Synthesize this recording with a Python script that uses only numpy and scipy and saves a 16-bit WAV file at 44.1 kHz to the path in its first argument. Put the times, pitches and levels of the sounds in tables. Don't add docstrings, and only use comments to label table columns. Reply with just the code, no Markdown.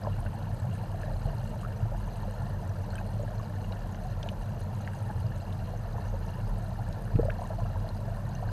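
import sys
import numpy as np
from scipy import signal
from scipy.fft import rfft, irfft
from scipy.io import wavfile
from scipy.ndimage import uniform_filter1d, map_coordinates

SR = 44100
rng = np.random.default_rng(int(sys.argv[2]) if len(sys.argv) > 2 else 0)


def unload_wav(signal):
    wavfile.write(
        sys.argv[1],
        SR,
        np.round(np.clip(np.atleast_2d(signal).T, -1, 1) * 32767).astype(np.int16),
    )


N = 375723
TIME = np.arange(N) / SR

# f/Hz, width/Hz, relative level/dB
LOW_TANK_MODES = [(75.4, 23.3, -13), (98.1, 19.4, 0.5), (120.9, 26, -7)]
# f/Hz, width/Hz, relative level/dB
UPPER_TANK_MODES = [(146.6, 22, 3), (184.3, 32, 1.5), (210.8, 15.6, 0.5)]
# middle t/s, length/s, sway lift/dB, rumble lift/dB
SURGES = [(0.178, 0.083, 8, 7), (0.666, 0.25, -12, 4), (1.194, 0.34, 8, 2.5), (1.986, 0.18, 10, -2),
          (2.123, 0.16, -1, -5.5), (2.655, 0.15, -11, 5.5), (3.125, 0.091, -3, 2.5),
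          (3.485, 0.17, -9, -3.5), (3.82, 0.16, 4.5, -3.5), (3.98, 0.21, 3, -5.5), (4.39, 0.093, 7, -10),
          (4.854, 0.48, -7, 0.5), (5.226, 0.11, -4, 5.5), (6.016, 0.57, 5.5, 1.5), (6.49, 0.16, 9.5, 0.5),
          (7.205, 0.3, 8.5, 3), (7.4, 0.14, 3, -1), (7.633, 0.11, 6, 7), (7.78, 0.071, 4, 6)]
# fine/dB, middle/dB, coarse/dB, bright/dB
PLUME_DRIFT = [(0, 0.5, -2.5, -0.5, 3, -8), (0.7, 0, -5.5, -1, 1.5, -3.5), (1.1, -0.3, -4, 0, -0.5, -3),
               (1.8, 0.1, -4.5, 0, 1, 0), (2.6, 0.6, -5, 0.5, -3, -1), (3.5, 0, -6, 0.5, -1, 2),
               (4.7, -0.5, -6, -1.5, -0.5, 3), (5.6, -0.5, -5, 0.5, -0.5, -1.5),
               (6.1, -0.3, -7, -1.5, -1.5, 3), (6.8, 1, -4.5, 0, -3.5, -3), (8.52, 0.36, -6, 3, -2, -0.5)]
FLOW, FINE, MIDDLE, COARSE, BRIGHT = range(1, 6)
# f/Hz, relative level/dB
BUBBLING_COLOUR = [(250, -16), (390, -10), (440, -2.5), (540, -0.5), (680, 1.5), (790, -3.5), (860, -1.5),
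                   (990, -4), (1220, -17), (1350, -10), (1460, -13), (1800, -10), (1950, -23), (4000, -50)]
# middle t/s, bubbling lift/dB
GULPS = [(0.06, 2.5), (0.27, 1), (1.08, 2.5), (1.28, 4), (1.52, 3), (2.92, 1.5), (3.72, 1.5), (5.09, 5),
         (5.74, 0.5), (5.98, 4.5), (6.06, 2), (8.44, 2)]
# f/Hz, relative level/dB
FIZZ_COLOUR = [(1200, -25), (1900, -6), (2500, -3), (3200, -4), (3600, -12), (3900, -7.5), (4350, -7),
               (4950, -10), (5350, -17.5), (6000, -12), (6600, -12), (7450, -16), (7750, -8), (8400, -5.5),
               (9700, -7), (11000, -11), (13500, -16), (14500, -28)]
# middle t/s, lift/dB
FLURRIES = [(0.55, 2), (1.25, 0), (1.42, 6), (2.65, 4.5), (4.42, 6), (4.6, 6), (4.78, 3), (5.0, 5.5),
            (5.18, 6), (8.16, 8)]
# f/Hz, width/Hz, lift/dB
HOUSING_MODES = [(2815, 110, 12.5), (3900, 85, 9.5), (4210, 120, 12.5), (4850, 240, 10), (5650, 80, 5),
                 (6050, 180, 11), (6650, 160, 10), (7190, 160, 6), (9700, 220, 3)]
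# f/Hz, relative level/dB
RUSH_COLOUR = [(20, -5), (60, 3), (250, -0.5), (320, 5), (390, -2), (600, 0.5), (1200, -7.5), (1750, -13),
               (2050, -16.5), (3500, -22), (5400, -25.5), (12500, -32), (13500, -29.5), (14700, -42)]
# f/Hz, rms level/dB
WHINE_TONES = [(6223, -81), (12452, -78), (12473, -79), (12500, -92), (12775, -90)]
# t/s, peak level/dB, f/Hz
PINGS = [(0.036, -47.5, 4850), (0.205, -46, 9700), (0.266, -48, 2740), (0.6, -46, 7830), (1.015, -53, 6150),
         (1.44, -52, 6150), (2.172, -51, 8650), (2.31, -48, 8350), (2.421, -53, 8400), (2.65, -54, 9300),
         (2.694, -50, 5900), (2.905, -45.5, 4230), (2.923, -51, 8200), (2.943, -51, 6040),
         (2.9555, -42, 8280), (2.955, -46, 3070), (2.981, -41.5, 2540), (3.228, -49.5, 6740),
         (3.43, -50, 4870), (3.5576, -56, 6630), (3.644, -47, 2810), (3.723, -47, 2850), (3.924, -51, 6630),
         (3.956, -51, 6100), (4.231, -50, 6080), (4.2884, -54, 6110), (4.317, -51, 9480),
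         (4.606, -49, 10000), (4.628, -55, 6610), (4.75, -54, 6700), (4.9494, -53, 6670),
         (4.988, -53, 6040), (5.267, -49, 4770), (5.362, -52, 6690), (5.775, -52, 6100), (6.192, -51, 9180),
         (6.3103, -55, 6260), (6.682, -53, 8450), (6.888, -48, 8400), (7.052, -50, 9600),
         (7.252, -47, 8500), (7.89, -42.5, 4140), (8.291, -51, 6700), (8.351, -44, 6160),
         (8.353, -49, 2800)]
# t/s, peak level/dB, f/Hz, ring/cycles
LARGE_BUBBLES = [(0.0485, -36, 1040, 33), (0.0685, -28.5, 940, 18), (0.0715, -25.5, 597, 24),
                 (0.2618, -39.5, 1510, 50), (0.263, -36, 600, 27), (0.835, -35.5, 680, 22),
                 (0.944, -34, 656, 27), (1.033, -36, 1690, 41), (1.038, -34, 604, 41),
                 (1.081, -34, 644, 26), (1.099, -37, 850, 33), (1.115, -38, 630, 27), (1.279, -37, 673, 35),
                 (1.33, -35, 640, 20), (1.632, -38, 1150, 22), (1.649, -32, 1300, 22),
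                 (1.66, -38, 1420, 22), (1.856, -36.5, 690, 23), (1.919, -34, 550, 22),
                 (1.943, -37, 676, 27), (2.231, -34.5, 900, 32), (2.278, -37, 530, 30),
                 (2.4154, -42, 1370, 30), (2.418, -36, 856, 27), (2.932, -39.5, 1460, 36),
                 (2.954, -42, 1560, 52), (2.986, -37, 1580, 52), (3.012, -35, 820, 27),
                 (3.195, -33, 582, 46), (3.233, -31.5, 583, 21), (3.2774, -42, 1670, 39),
                 (3.28, -34, 604, 24), (3.317, -37, 593, 38), (3.398, -36, 1100, 30), (3.727, -36, 674, 20),
                 (4.05, -35.5, 744, 67), (4.238, -38, 580, 30), (4.26, -32.5, 676, 27),
                 (4.316, -33.5, 600, 23), (4.9342, -41.5, 1640, 35), (5.736, -34.5, 680, 27),
                 (5.982, -32.5, 865, 27), (6.139, -33.5, 540, 33), (6.788, -38, 770, 27),
                 (7.1936, -16.5, 458, 14), (7.231, -23.5, 603, 11), (7.252, -26.5, 540, 28),
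                 (7.284, -23.5, 620, 20), (7.39, -34, 695, 29), (7.417, -32.5, 674, 21),
                 (7.418, -33, 950, 24), (7.441, -33, 1010, 20), (7.504, -30, 637, 39),
                 (7.585, -31, 685, 34), (7.59, -40, 715, 27), (7.601, -37, 980, 25), (7.652, -35, 676, 22),
                 (7.758, -31.5, 930, 20), (7.844, -33, 643, 37), (8.08, -35, 673, 37),
                 (8.121, -34.5, 674, 31), (8.425, -32.5, 720, 36), (8.474, -33, 710, 16),
                 (8.4886, -37, 1570, 44)]
# t/s, peak level/dB, f/Hz, ring/cycles
BUMPS = [(1.826, -19, 106.3, 11), (7.142, -23, 114, 8), (7.154, -12.5, 118, 4.5), (7.158, -25, 217, 2.1),
         (7.186, -32, 49.7, 1.9), (7.189, -15.5, 292, 1.76)]
# t/s, tone peak level/dB, f/Hz, t60/s, crack against the tone/dB
TICKS = [(2.982, -49, 2740, .012, -2), (3.723, -42.5, 3920, 0.017, -5), (3.9457, -41.5, 1720, .008, 0),
         (3.946, -49, 3000, .006, -3), (4.2293, -33, 3340, 0.0066, 0), (4.2888, -32, 2950, 0.013, -4),
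         (4.875, -35, 1770, .012, 1), (5.526, -47, 3540, 0.012, 3), (6.927, -46, 4230, 0.0073, 5),
         (7.158, -42, 1850, 0.0084, 4.5), (7.2989, -30, 1550, 0.02, -15), (7.3038, -30, 1590, 0.015, -8),
         (7.304, -34.5, 2500, 0.0056, -10)]

SWAY_DB, RUMBLE_DB, BUBBLING_DB = -39.5, -35, -47.5
SWAY_HZ, SWAY_WIDTH_HZ, SWAY_PER_FLOW = 38.66, 6.3, 2.3
THROBS_PER_S, SWAY_THROB_DB, RUMBLE_THROB_DB = 14, 1.4, 1.32
STIR_S, STIR_DB, SETTLE_S = 7.25, 1, 0.34
SMALLER_FROM_S, SMALLER_DB, SMALLER_HZ = 8.1, 2.5, 1130
CRACK_T60_S, CRACK_WIDTH = 0.023, 0.52


def undb(db):
    return 10 ** (np.asarray(db) / 20)


def level(x, db):
    return x * undb(db) / np.sqrt(np.mean(x ** 2))


def steady(x, span_s):
    return x / np.sqrt(uniform_filter1d(x ** 2, int(span_s * SR)) + 1e-18)


def add(out, s, sound):
    i = max(int(s * SR), 0)
    out[i:i + len(sound)] += sound[:max(N - i, 0)]


def resonate(x, hz, width_hz):
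    return signal.lfilter(*signal.iirpeak(min(hz, SR / 2 - 1), hz / width_hz, fs=SR), x)


def band(x, hz, width_hz):
    return resonate(resonate(x, hz, width_hz), hz, width_hz)


def colour(x, points, size=8192):
    hz, db = np.transpose(points)
    grid_hz = np.arange(size // 2 + 1) * SR / size
    gain = undb(np.interp(np.log(grid_hz + 1), np.log(hz), db))
    cepstrum = irfft(np.log(gain))
    cepstrum[1:size // 2] *= 2
    cepstrum[size // 2 + 1:] = 0
    impulse = irfft(np.exp(rfft(cepstrum)))
    return signal.fftconvolve(x, impulse)[:N]


def walk(per_s):
    hold = int(SR / per_s)
    steps = rng.standard_normal(2048)[np.arange(N) // hold % 2048]
    return uniform_filter1d(steps, hold) * np.sqrt(3 / 2)


def arch(s, length_s):
    return np.cos(np.pi * np.clip((TIME - s) / length_s, -.5, .5))


def drift(column):
    rows = np.array(PLUME_DRIFT)
    return np.interp(TIME, rows[:, 0], rows[:, column])


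def tank(modes):
    body = sum(undb(db) * band(rng.standard_normal(N), hz, width) for hz, width, db in modes)
    pitch_ratio = 1 + 0.02996 * walk(per_s=7)
    return map_coordinates(body, [np.cumsum(pitch_ratio)], order=1, mode="mirror")


def rumble():
    sway_surge = sum(db * arch(s, length) for s, length, db, _ in SURGES)
    rumble_surge = sum(db * arch(s, length) for s, length, _, db in SURGES)
    sway = steady(band(rng.standard_normal(N), SWAY_HZ, SWAY_WIDTH_HZ), span_s=0.14)
    sway *= undb(SWAY_DB + SWAY_PER_FLOW * drift(FLOW) + sway_surge + SWAY_THROB_DB * walk(THROBS_PER_S))
    sway = resonate(sway, SWAY_HZ, 3.8 * SWAY_WIDTH_HZ)
    low = steady(tank(LOW_TANK_MODES), span_s=0.15)
    low *= undb(RUMBLE_DB + rumble_surge + RUMBLE_THROB_DB * walk(THROBS_PER_S))
    upper = steady(tank(UPPER_TANK_MODES), span_s=0.24) * undb(-43)
    return sway + low + upper


def ring(hz, cycles, glide, onset):
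    cycles = max(cycles, 2)
    turn = np.arange(int(cycles * SR / hz)) * hz / SR
    envelope = (1 - np.exp(-turn / onset)) * np.exp(-np.log(1000) * turn / cycles)
    phase = 2 * np.pi * turn * (1 + glide * turn / cycles / 2)
    return envelope / envelope.max() * np.sin(phase)


def swarm(low_hz, high_hz, cycles, spread_db, count, cluster_size=1, cluster_s=0.012):
    out = np.zeros(N)
    for cluster in rng.random((count // cluster_size, cluster_size, 5)):
        start, vigour = cluster[0, :2]
        db = -spread_db * np.log(vigour + 0.06)
        for smallness, sustain, lag in cluster[:, 2:]:
            hz = low_hz + (high_hz - low_hz) * smallness
            tone = ring(hz, cycles * (.5 + sustain), glide=0.1, onset=0.22)
            add(out, start * N / SR + lag * cluster_s, undb(db) * np.sqrt(hz) * tone)
    return level(out, 0)


def scatter(x, t60_s, wet_db):
    decay = np.exp(-2 * np.log(1000) / (t60_s * SR))
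    energy = signal.lfilter([1 - decay], [1, -decay], x ** 2)
    random_phase = np.exp(2j * np.pi * rng.random(N // 2 + 1))
    diffuse = irfft(np.abs(rfft(x)) * random_phase, N)
    return x + np.sqrt(energy) * level(diffuse, wet_db)


def bubbling():
    crowd = swarm(380, 1950, cycles=38, spread_db=2.4, count=4000)
    crowd = colour(scatter(crowd, t60_s=.08, wet_db=-13), BUBBLING_COLOUR)
    smaller = (TIME > SMALLER_FROM_S) * resonate(crowd, SMALLER_HZ, SMALLER_HZ / 2)
    crowd += (undb(SMALLER_DB) - 1) * smaller
    gulps = sum(db * arch(s, length_s=0.096) for s, db in GULPS)
    stir = STIR_DB * (TIME > STIR_S) * np.exp(-np.abs(TIME - STIR_S) / SETTLE_S)
    return steady(crowd, span_s=0.15) * undb(BUBBLING_DB + drift(FLOW) + gulps + stir)


def fizz():
    coarse = swarm(1900, 3600, cycles=30, spread_db=3.1, count=2000)
    middle = swarm(3600, 5500, cycles=36, spread_db=3.8, count=2200)
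    bright = swarm(5500, 7200, cycles=52, spread_db=4.2, count=1100)
    fine = swarm(7000, 13000, cycles=38, spread_db=4.8, count=2600, cluster_size=2)
    flicker = undb(1.8 * walk(per_s=22))
    flurries = sum(db * arch(s, length_s=0.12) for s, db in FLURRIES)
    crackle = (coarse * undb(drift(COARSE))
               + middle * undb(drift(MIDDLE) - 0.5)
               + bright * undb(drift(BRIGHT) - 2)
               + fine * undb(drift(FINE) + 9 + flurries))
    crackle = colour(scatter(flicker * crackle, t60_s=.04, wet_db=-12), FIZZ_COLOUR)
    for hz, width, db in HOUSING_MODES:
        crackle += (undb(db) - 1) * resonate(crackle, hz, width)
    return level(crackle, -63)


def rush():
    return level(colour(rng.standard_normal(N), RUSH_COLOUR), -50)


def whine():
    waver_hz = 2.5 * walk(per_s=9)
    waver_turns = np.cumsum(waver_hz) / SR
    return sum(np.sqrt(2) * undb(db) * np.sin(2 * np.pi * (hz * TIME + waver_turns + rng.random()))
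               for hz, db in WHINE_TONES)


def pings():
    out = np.zeros(N)
    for s, db, hz in PINGS:
        add(out, s, undb(db) * ring(hz, cycles=110, glide=0.041, onset=0.38))
        add(out, s, undb(db - 6) * ring(hz, cycles=4.3, glide=0, onset=.5))
    return out


def large_bubbles():
    out = np.zeros(N)
    for s, db, hz, cycles in LARGE_BUBBLES:
        add(out, s, undb(db) * ring(hz, cycles, glide=.04, onset=.9))
        add(out, s, undb(db - 24) * ring(1.65 * hz, cycles=7.4, glide=0, onset=0.58))
    return out


def bumps():
    out = np.zeros(N)
    for s, db, hz, cycles in BUMPS:
        add(out, s, undb(db) * ring(hz, cycles, glide=0, onset=0.59))
    return out


def ticks():
    out = np.zeros(N)
    click = ring(hz=4600, cycles=3, glide=0, onset=.5)
    for s, db, hz, t60_s, crack_db in TICKS:
        burst = rng.standard_normal(2048) * np.exp(-np.log(1000) * TIME[:2048] / CRACK_T60_S)
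        crack = band(burst, hz, hz * CRACK_WIDTH)
        add(out, s, undb(db + crack_db - 8) * click)
        add(out, s, undb(db) * ring(hz, t60_s * hz, glide=0.013, onset=.6))
        add(out, s, undb(db + crack_db) * crack / np.abs(crack).max())
    return out


def scene():
    nearby = scatter(large_bubbles(), t60_s=0.084, wet_db=-18.5) + pings() + ticks() + bumps()
    return (rush() + bubbling() + fizz() + rumble() + nearby)[None]


def record(dry):
    lowpass = signal.ellip(10, .2, 80, 15200, fs=SR, output="sos")
    return signal.sosfilt(lowpass, dry + whine())


dry = scene()
out = record(dry)
unload_wav(out)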